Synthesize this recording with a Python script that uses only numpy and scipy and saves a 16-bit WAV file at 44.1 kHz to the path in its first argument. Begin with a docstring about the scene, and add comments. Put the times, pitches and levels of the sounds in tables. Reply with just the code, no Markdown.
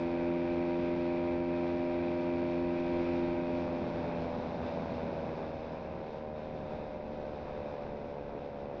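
"""An exhaust drones in clean harmonics: a single-cylinder four-stroke pit bike cruising under load on an
open road, heard from the rider's helmet. Then the throttle eases, the pipe burbles, and the slowing
engine is left knocking, whirring and clattering over wind and tyre hiss.
Each firing booms in the pipe and rings the engine's metal; gas puffs and rattles are noise pulsed
at the firing rate. Engine speed and load set the balance."""
import sys
import numpy as np
from scipy import signal
from scipy.fft import rfft, irfft
from scipy.io import wavfile
from scipy.ndimage import uniform_filter1d

SR = 44100
rng = np.random.default_rng(int(sys.argv[2]) if len(sys.argv) > 2 else 0)


def master_out(mix):
    """Clip the mix to full scale and print it as 16-bit PCM to the path in sys.argv[1]."""
    frames = np.transpose(np.atleast_2d(mix))
    ceiling = np.clip(frames, -1, 1)
    pcm = np.round(ceiling * 32767).astype(np.int16)
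    wavfile.write(sys.argv[1], SR, pcm)


N = 388080
TIME_S = np.arange(N) / SR


# Pipe boom: (harmonic [x firing rate], base level [dB], change with throttle shut [dB])
DRONE_HARMONICS = [(1, -53, 3.5), (2, -46, -4), (3, -37.5, -9), (4, -35, -20.5), (5, -56.5, -19)]
def drone(turns, hz, load, waver_db):
    """Each firing booms in the pipe; closing the throttle softens the pulse, upper harmonics first."""
    boom = np.zeros(N)
    for k, db, shut_db in DRONE_HARMONICS:
        boom += undb(db + shut_db * (1 - load)) * np.cos(2 * np.pi * k * turns + pipe_phase(k))
    gas_flow = effort(hz, load, shut_db=-4.5, speed_power=2.3, cracked_db=3.5, wide_db=0.5)
    uneven = uniform_filter1d(per_firing(turns, scatter_db=0.8), size=200)
    return np.sqrt(2) * boom * gas_flow * uneven * undb(waver_db * walk(9.8))


def pipe_phase(k, lead_cycles=0.855, smear_cycles=0.15):
    """Phase of exhaust harmonic k: inverted at the open end, delayed more than the one below."""
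    return np.pi + 2 * np.pi * k * lead_cycles - np.pi * smear_cycles * k ** 2


# Knock under load: (harmonic [x firing rate], base level [dB])
KNOCK_LOADED = [(1, -67), (4, -61), (5, -61.5), (6, -45.5), (7, -41), (8, -71.5), (9, -51.5), (10, -57.5),
                (11, -51.5), (12, -61), (13, -71), (14, -70), (17, -77), (18, -65), (19, -74), (22, -82),
                (23, -68.5), (24, -76), (25, -68), (26, -88), (27, -60), (28, -69), (29, -64), (30, -76.5),
                (34, -85.5), (38, -78.5), (40, -82), (46, -92.5), (50, -85), (51, -79.5), (52, -87),
                (56, -86)]
# Knock off load, firing at COAST_HZ: (harmonic [x firing rate], base level [dB])
KNOCK_COASTING = [(2, -73.5), (4, -64.5), (5, -59), (6, -53), (7, -48), (8, -47.5), (9, -63.5), (10, -54),
                  (11, -63), (12, -61), (13, -60.5), (15, -82), (18, -81), (21, -79), (23, -83.5),
                  (29, -84.5), (56, -96.5)]
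COAST_HZ = 75.5
def knock(turns, hz, load, flicker_db, loaded_scatter, coasting_scatter, count=56, pipe_harmonics=7):
    """A hard pulse once a cycle rings the engine's metal: bright under load, hollow without."""
    hollow = effort(hz, load, shut_db=-0.22, speed_power=0.1, cracked_db=3.9, wide_db=-3.5)
    shift = (hz / COAST_HZ) ** 0.4  # the colour partly stays put, partly slides with pitch
    loaded_phase = pulse_phases(KNOCK_LOADED, count)
    coasting_phase = pulse_phases(KNOCK_COASTING, count)
    pulses = np.zeros(N)
    for k in range(1, count + 1):
        gain = load * undb(read(KNOCK_LOADED, k))
        gain += (1 - load) * hollow * undb(read(KNOCK_COASTING, k * shift))
        gain *= undb(flicker_db * np.sqrt(k / count) * walk(16))
        # under load the low harmonics bark from the pipe, in step with its boom
        driven_phase = pipe_phase(k) if k <= pipe_harmonics else loaded_phase[k]
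        phase_gap = np.angle(np.exp(1j * (driven_phase - coasting_phase[k])))
        pulses += gain * np.cos(2 * np.pi * k * turns + coasting_phase[k] + load * phase_gap)
    uneven_burn = uniform_filter1d(per_firing(turns, scatter_db=1.5) - 1, size=40)
    scatter = load * loaded_scatter + (1 - load) * coasting_scatter
    return np.sqrt(2) * pulses * (1 + scatter * uneven_burn)


# Silencer response to gas puffs: (frequency [Hz], relative level [dB])
BURBLE_SPECTRUM = [(40, -15), (90, -0.5), (135, 0.5), (205, 6), (260, 6), (330, -1.5), (420, -9.5),
                   (600, -19.5), (1500, -63)]
def burble(turns):
    """Puffs of gas thump the silencer."""
    return colour(bursts(turns, decay_cycles=0.38, steady=0.13), BURBLE_SPECTRUM)


# Silencer's deep note: (frequency [Hz], relative level [dB])
MUTTER_SPECTRUM = [(60, -30.5), (120, -3), (165, 2), (210, -2), (300, -28.5), (1000, -86.5)]
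def mutter(turns):
    """Weak, ragged firings mutter low in the silencer."""
    return colour(bursts(turns, decay_cycles=0.5, steady=0.16), MUTTER_SPECTRUM)


# Casing response: (frequency [Hz], relative level [dB])
CLATTER_SPECTRUM = [(200, -15.5), (350, 1), (500, 2), (620, 2), (780, -0.5), (1000, -6.5), (1300, -13.5),
                    (1570, -13), (1850, -21.5), (2200, -21.5), (2520, -19), (3100, -40.5), (7000, -67.5)]
def clatter(turns):
    """Piston and valve gear rattle the casing once a cycle, over the chain's steady churn."""
    return colour(bursts(turns, decay_cycles=1.0, steady=1.4, scatter_db=1.0), CLATTER_SPECTRUM)


# Port flow noise: (frequency [Hz], relative level [dB])
RASP_SPECTRUM = [(700, -17), (1200, -1.5), (1500, -0.5), (1750, -2.5), (2050, -0.5), (2250, 0), (2480, 2),
                 (2650, -1), (2900, -11), (3400, -14), (4400, -18), (7000, -50.5)]
def rasp(turns):
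    """Gas rushes through the ports, swelling a little each cycle."""
    return colour(bursts(turns, decay_cycles=0.2, steady=22, scatter_db=-1.0), RASP_SPECTRUM)


# Gear tones: (harmonic [x firing rate], base level [dB])
GEAR_TONES = [(21, -75.5), (28, -74.5), (33, -79.5), (48, -84.5)]
def whirr(turns, hz, load, waver_db):
    """The gears sing thinly when the wheel drives the engine, sliding down with its speed."""
    tones = sum(undb(db + waver_db * walk(8)) * np.cos(2 * np.pi * k * turns) for k, db in GEAR_TONES)
    gain = effort(hz, load, shut_db=2.0, speed_power=1.5, cracked_db=1.5, wide_db=-2.5)
    return np.sqrt(2) * tones * (1 - load) * gain


# Metallic resonance: (frequency [Hz], relative level [dB])
RING_SPECTRUM = [(3000, -32), (3550, -8), (3720, 5.5), (3900, -7.5), (4500, -41)]
# Its flares: (centre time [s], length [s], peak rms level [dB])
RING_FLARES = [(4.701, .3, -75), (6.41, 0.27, -72), (6.75, 0.45, -73), (7.6, 1, -78)]
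def ring():
    """A thin metallic ring flares briefly during the coast."""
    envelope = sum(undb(db) * hump(s, length_s) for s, length_s, db in RING_FLARES)
    return colour(rng.standard_normal(N), RING_SPECTRUM) * envelope


# Tyre and air noise: (frequency [Hz], relative level [dB])
HISS_SPECTRUM = [(1000, -6.5), (2500, 2), (3200, 0.5), (3650, 5.5), (4050, 1), (4650, -2.5), (5050, -2),
                 (5600, -6), (6200, -14), (7000, -22), (8000, -40.5)]
def hiss(turns, flutter_db):
    """Tyres and air hiss, with a faint valve tick each cycle."""
    ticking = bursts(turns, decay_cycles=0.06, steady=2.2, scatter_db=4)
    return colour(ticking, HISS_SPECTRUM) * undb(flutter_db * walk(22))


# Wind on the helmet: (frequency [Hz], relative level [dB])
WIND_SPECTRUM = [(20, -1.5), (35, -1), (60, 0), (100, -1), (140, -4.5), (200, -2.5), (310, -0.5), (430, -5),
                 (600, -9), (1500, -32.5), (5000, -67.5)]
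# Gusts and a lull: (centre time [s], length [s], level change [dB])
WIND_GUSTS = [(3.302, 1.9, 4), (6.3, .4, -4), (7.25, 2.4, 3)]
def wind(base_db, buffet_db):
    """Air buffets the helmet, leaning on it harder or more lightly."""
    gust_db = sum(db * hump(s, length_s) for s, length_s, db in WIND_GUSTS)
    return colour(rng.standard_normal(N), WIND_SPECTRUM) * undb(base_db + gust_db + buffet_db * walk(12))


def effort(hz, load, shut_db, speed_power, cracked_db, wide_db, crack_load=0.16):
    """Gain that sinks with speed, steps up on a cracked throttle and shifts again on a wide one."""
    db = shut_db + cracked_db * np.tanh(load / crack_load) + wide_db * load ** 2
    return undb(db) * (hz / hz.max()) ** speed_power


def bursts(turns, decay_cycles, steady, scatter_db=0.0):
    """Noise that flares at each firing and decays toward a steady floor."""
    flare = np.exp(-(turns % 1) / decay_cycles) * per_firing(turns, scatter_db)
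    return (steady + flare) * rng.standard_normal(N)


def per_firing(turns, scatter_db, size=1024):
    """A random gain for each engine cycle."""
    return undb(scatter_db * rng.standard_normal(size))[turns.astype(int) % size]


def pulse_phases(harmonics, count, oversample=8):
    """Phase of each harmonic of a sharp pulse ringing at these levels."""
    grid = np.arange(oversample ** 2 * count + 1) / oversample
    response = causal(read(harmonics, grid))
    return np.unwrap(np.angle(response))[::oversample]


def colour(x, spectrum, size=4096):
    """Ring x through a spectrum; rms 1."""
    response_db = read(spectrum, np.fft.rfftfreq(size, 1 / SR))
    y = signal.fftconvolve(x, irfft(causal(response_db)))[:N]
    return y / np.std(y)


def causal(db):
    """Minimum-phase response of a gain curve: resonances ring after the blow."""
    cepstrum = irfft(np.log(undb(db)))
    half = len(cepstrum) // 2
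    cepstrum[1:half] *= 2
    cepstrum[half + 1:] = 0
    return np.exp(rfft(cepstrum))


def read(spectrum, at):
    """Level in dB at a frequency or harmonic, interpolated on a log axis."""
    points, db = np.transpose(spectrum)
    return np.interp(np.log(np.maximum(at, 1e-3)), np.log(points), db)


def walk(rate_hz):
    """Smooth random drift, spread 1."""
    step = max(int(SR / rate_hz), 2)
    y = np.repeat(rng.standard_normal(N // step + 1), step)
    y = uniform_filter1d(uniform_filter1d(y, step), step)[:N]
    return y / np.std(y)


def hump(centre_s, length_s):
    """Smooth rise and fall, peak 1."""
    return np.cos(np.pi * np.clip((TIME_S - centre_s) / length_s, -0.5, 0.5)) ** 2


def undb(db):
    """Decibels to gain."""
    return 10 ** (np.asarray(db) / 20)


# Engine speed: (time [s], firing rate [Hz])
FIRING_HZ = [(0.0, 85.5), (0.4, 86.34), (1.8, 86.65), (3.0, 86.5), (3.6, 86.25), (4.2, 84.02), (4.5, 83.33),
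             (5.4, 79.62), (6.0, 77.44), (6.8, 75.44), (7.3, 74.8), (7.66, 73.43), (7.8, 72.56),
             (8.4, 71.65), (8.8, 71.1)]
# Throttle held wide, eased to a crack, then shut: (time [s], load [0-1])
ENGINE_LOAD = [(0, 0.93), (.7, 1), (2.4, 0.94), (3.25, 1), (3.7, 0.61), (4.12, 0.4), (4.5, 0.11),
               (5.0, 0.23), (5.42, 0.07), (5.62, 0.02), (8.8, 0)]
# Brief swells and dips: (centre time [s], length [s], clatter change [dB], rasp and hiss change [dB])
NOISE_SWELLS = [(1.425, 0.32, -2, -1.5), (2.308, .2, 0.5, -0.5), (3.05, .7, 2.5, 1.8),
                (4.1, 0.16, 2.5, -0.5), (4.683, 0.25, 2.5, 3), (5.58, 0.23, -2, -0.5), (5.65, 1.0, 1.4, 1),
                (6.287, 0.28, -2, -3.5), (6.733, 0.24, 3.5, 3), (7.002, 0.16, -1.5, -2),
                (7.65, 0.79, 2.6, 1.5), (8.35, 0.25, 2, 0.5), (8.759, .2, 2, 1)]
def scene():
    """The crank times the engine's sounds; speed and load set their levels. 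Wind lies behind."""
    hz = np.interp(TIME_S, *np.transpose(FIRING_HZ))
    load = np.interp(TIME_S, *np.transpose(ENGINE_LOAD))
    clatter_db = sum(db * hump(s, length_s) for s, length_s, db, _ in NOISE_SWELLS)
    rush_db = sum(db * hump(s, length_s) for s, length_s, _, db in NOISE_SWELLS)
    jitter = (0.00049 + 0.0012 * (1 - load)) * walk(25)
    turns = np.cumsum(hz * (1 + jitter)) / SR  # engine cycles elapsed
    puffs = turns + 0.3  # gas leaves at the crest of each exhaust pulse

    engine = drone(turns, hz, load, waver_db=0.4)
    engine += knock(turns, hz, load, flicker_db=2.1, loaded_scatter=0.26, coasting_scatter=0.2)
    engine += whirr(turns, hz, load, waver_db=2.0)
    # burble, mutter and clatter peak on a barely open throttle, rasp on a wide one
    engine += burble(puffs) * effort(hz, load, shut_db=-47, speed_power=4, cracked_db=5.5, wide_db=-9)
    mutter_gain = effort(hz, load, shut_db=-55.5, speed_power=2.8, cracked_db=11.5, wide_db=-16.5)
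    engine += mutter(puffs) * mutter_gain
    rattle = clatter(turns) * undb(clatter_db + 0.34 * walk(5.3))
    engine += rattle * effort(hz, load, shut_db=-45.5, speed_power=1.5, cracked_db=5, wide_db=-6.5)

    rush = rasp(turns) * effort(hz, load, shut_db=-60.5, speed_power=2.7, cracked_db=2.5, wide_db=4.5)
    hiss_gain = effort(hz, load, shut_db=-63.5, speed_power=3, cracked_db=4, wide_db=-3.5)
    rush += hiss(turns, flutter_db=0.85) * hiss_gain
    rush *= undb(rush_db + 0.3 * walk(8))
    air = wind(base_db=-50.5, buffet_db=1.4)
    return (engine + rush + ring() + air)[None]


LOWPASS_HZ = 8500
def record(dry):
    """A steep low-pass cuts the top treble."""
    return signal.sosfilt(signal.ellip(8, 0.2, 70, LOWPASS_HZ, fs=SR, output="sos"), dry)


dry = scene()
out = record(dry)
master_out(out)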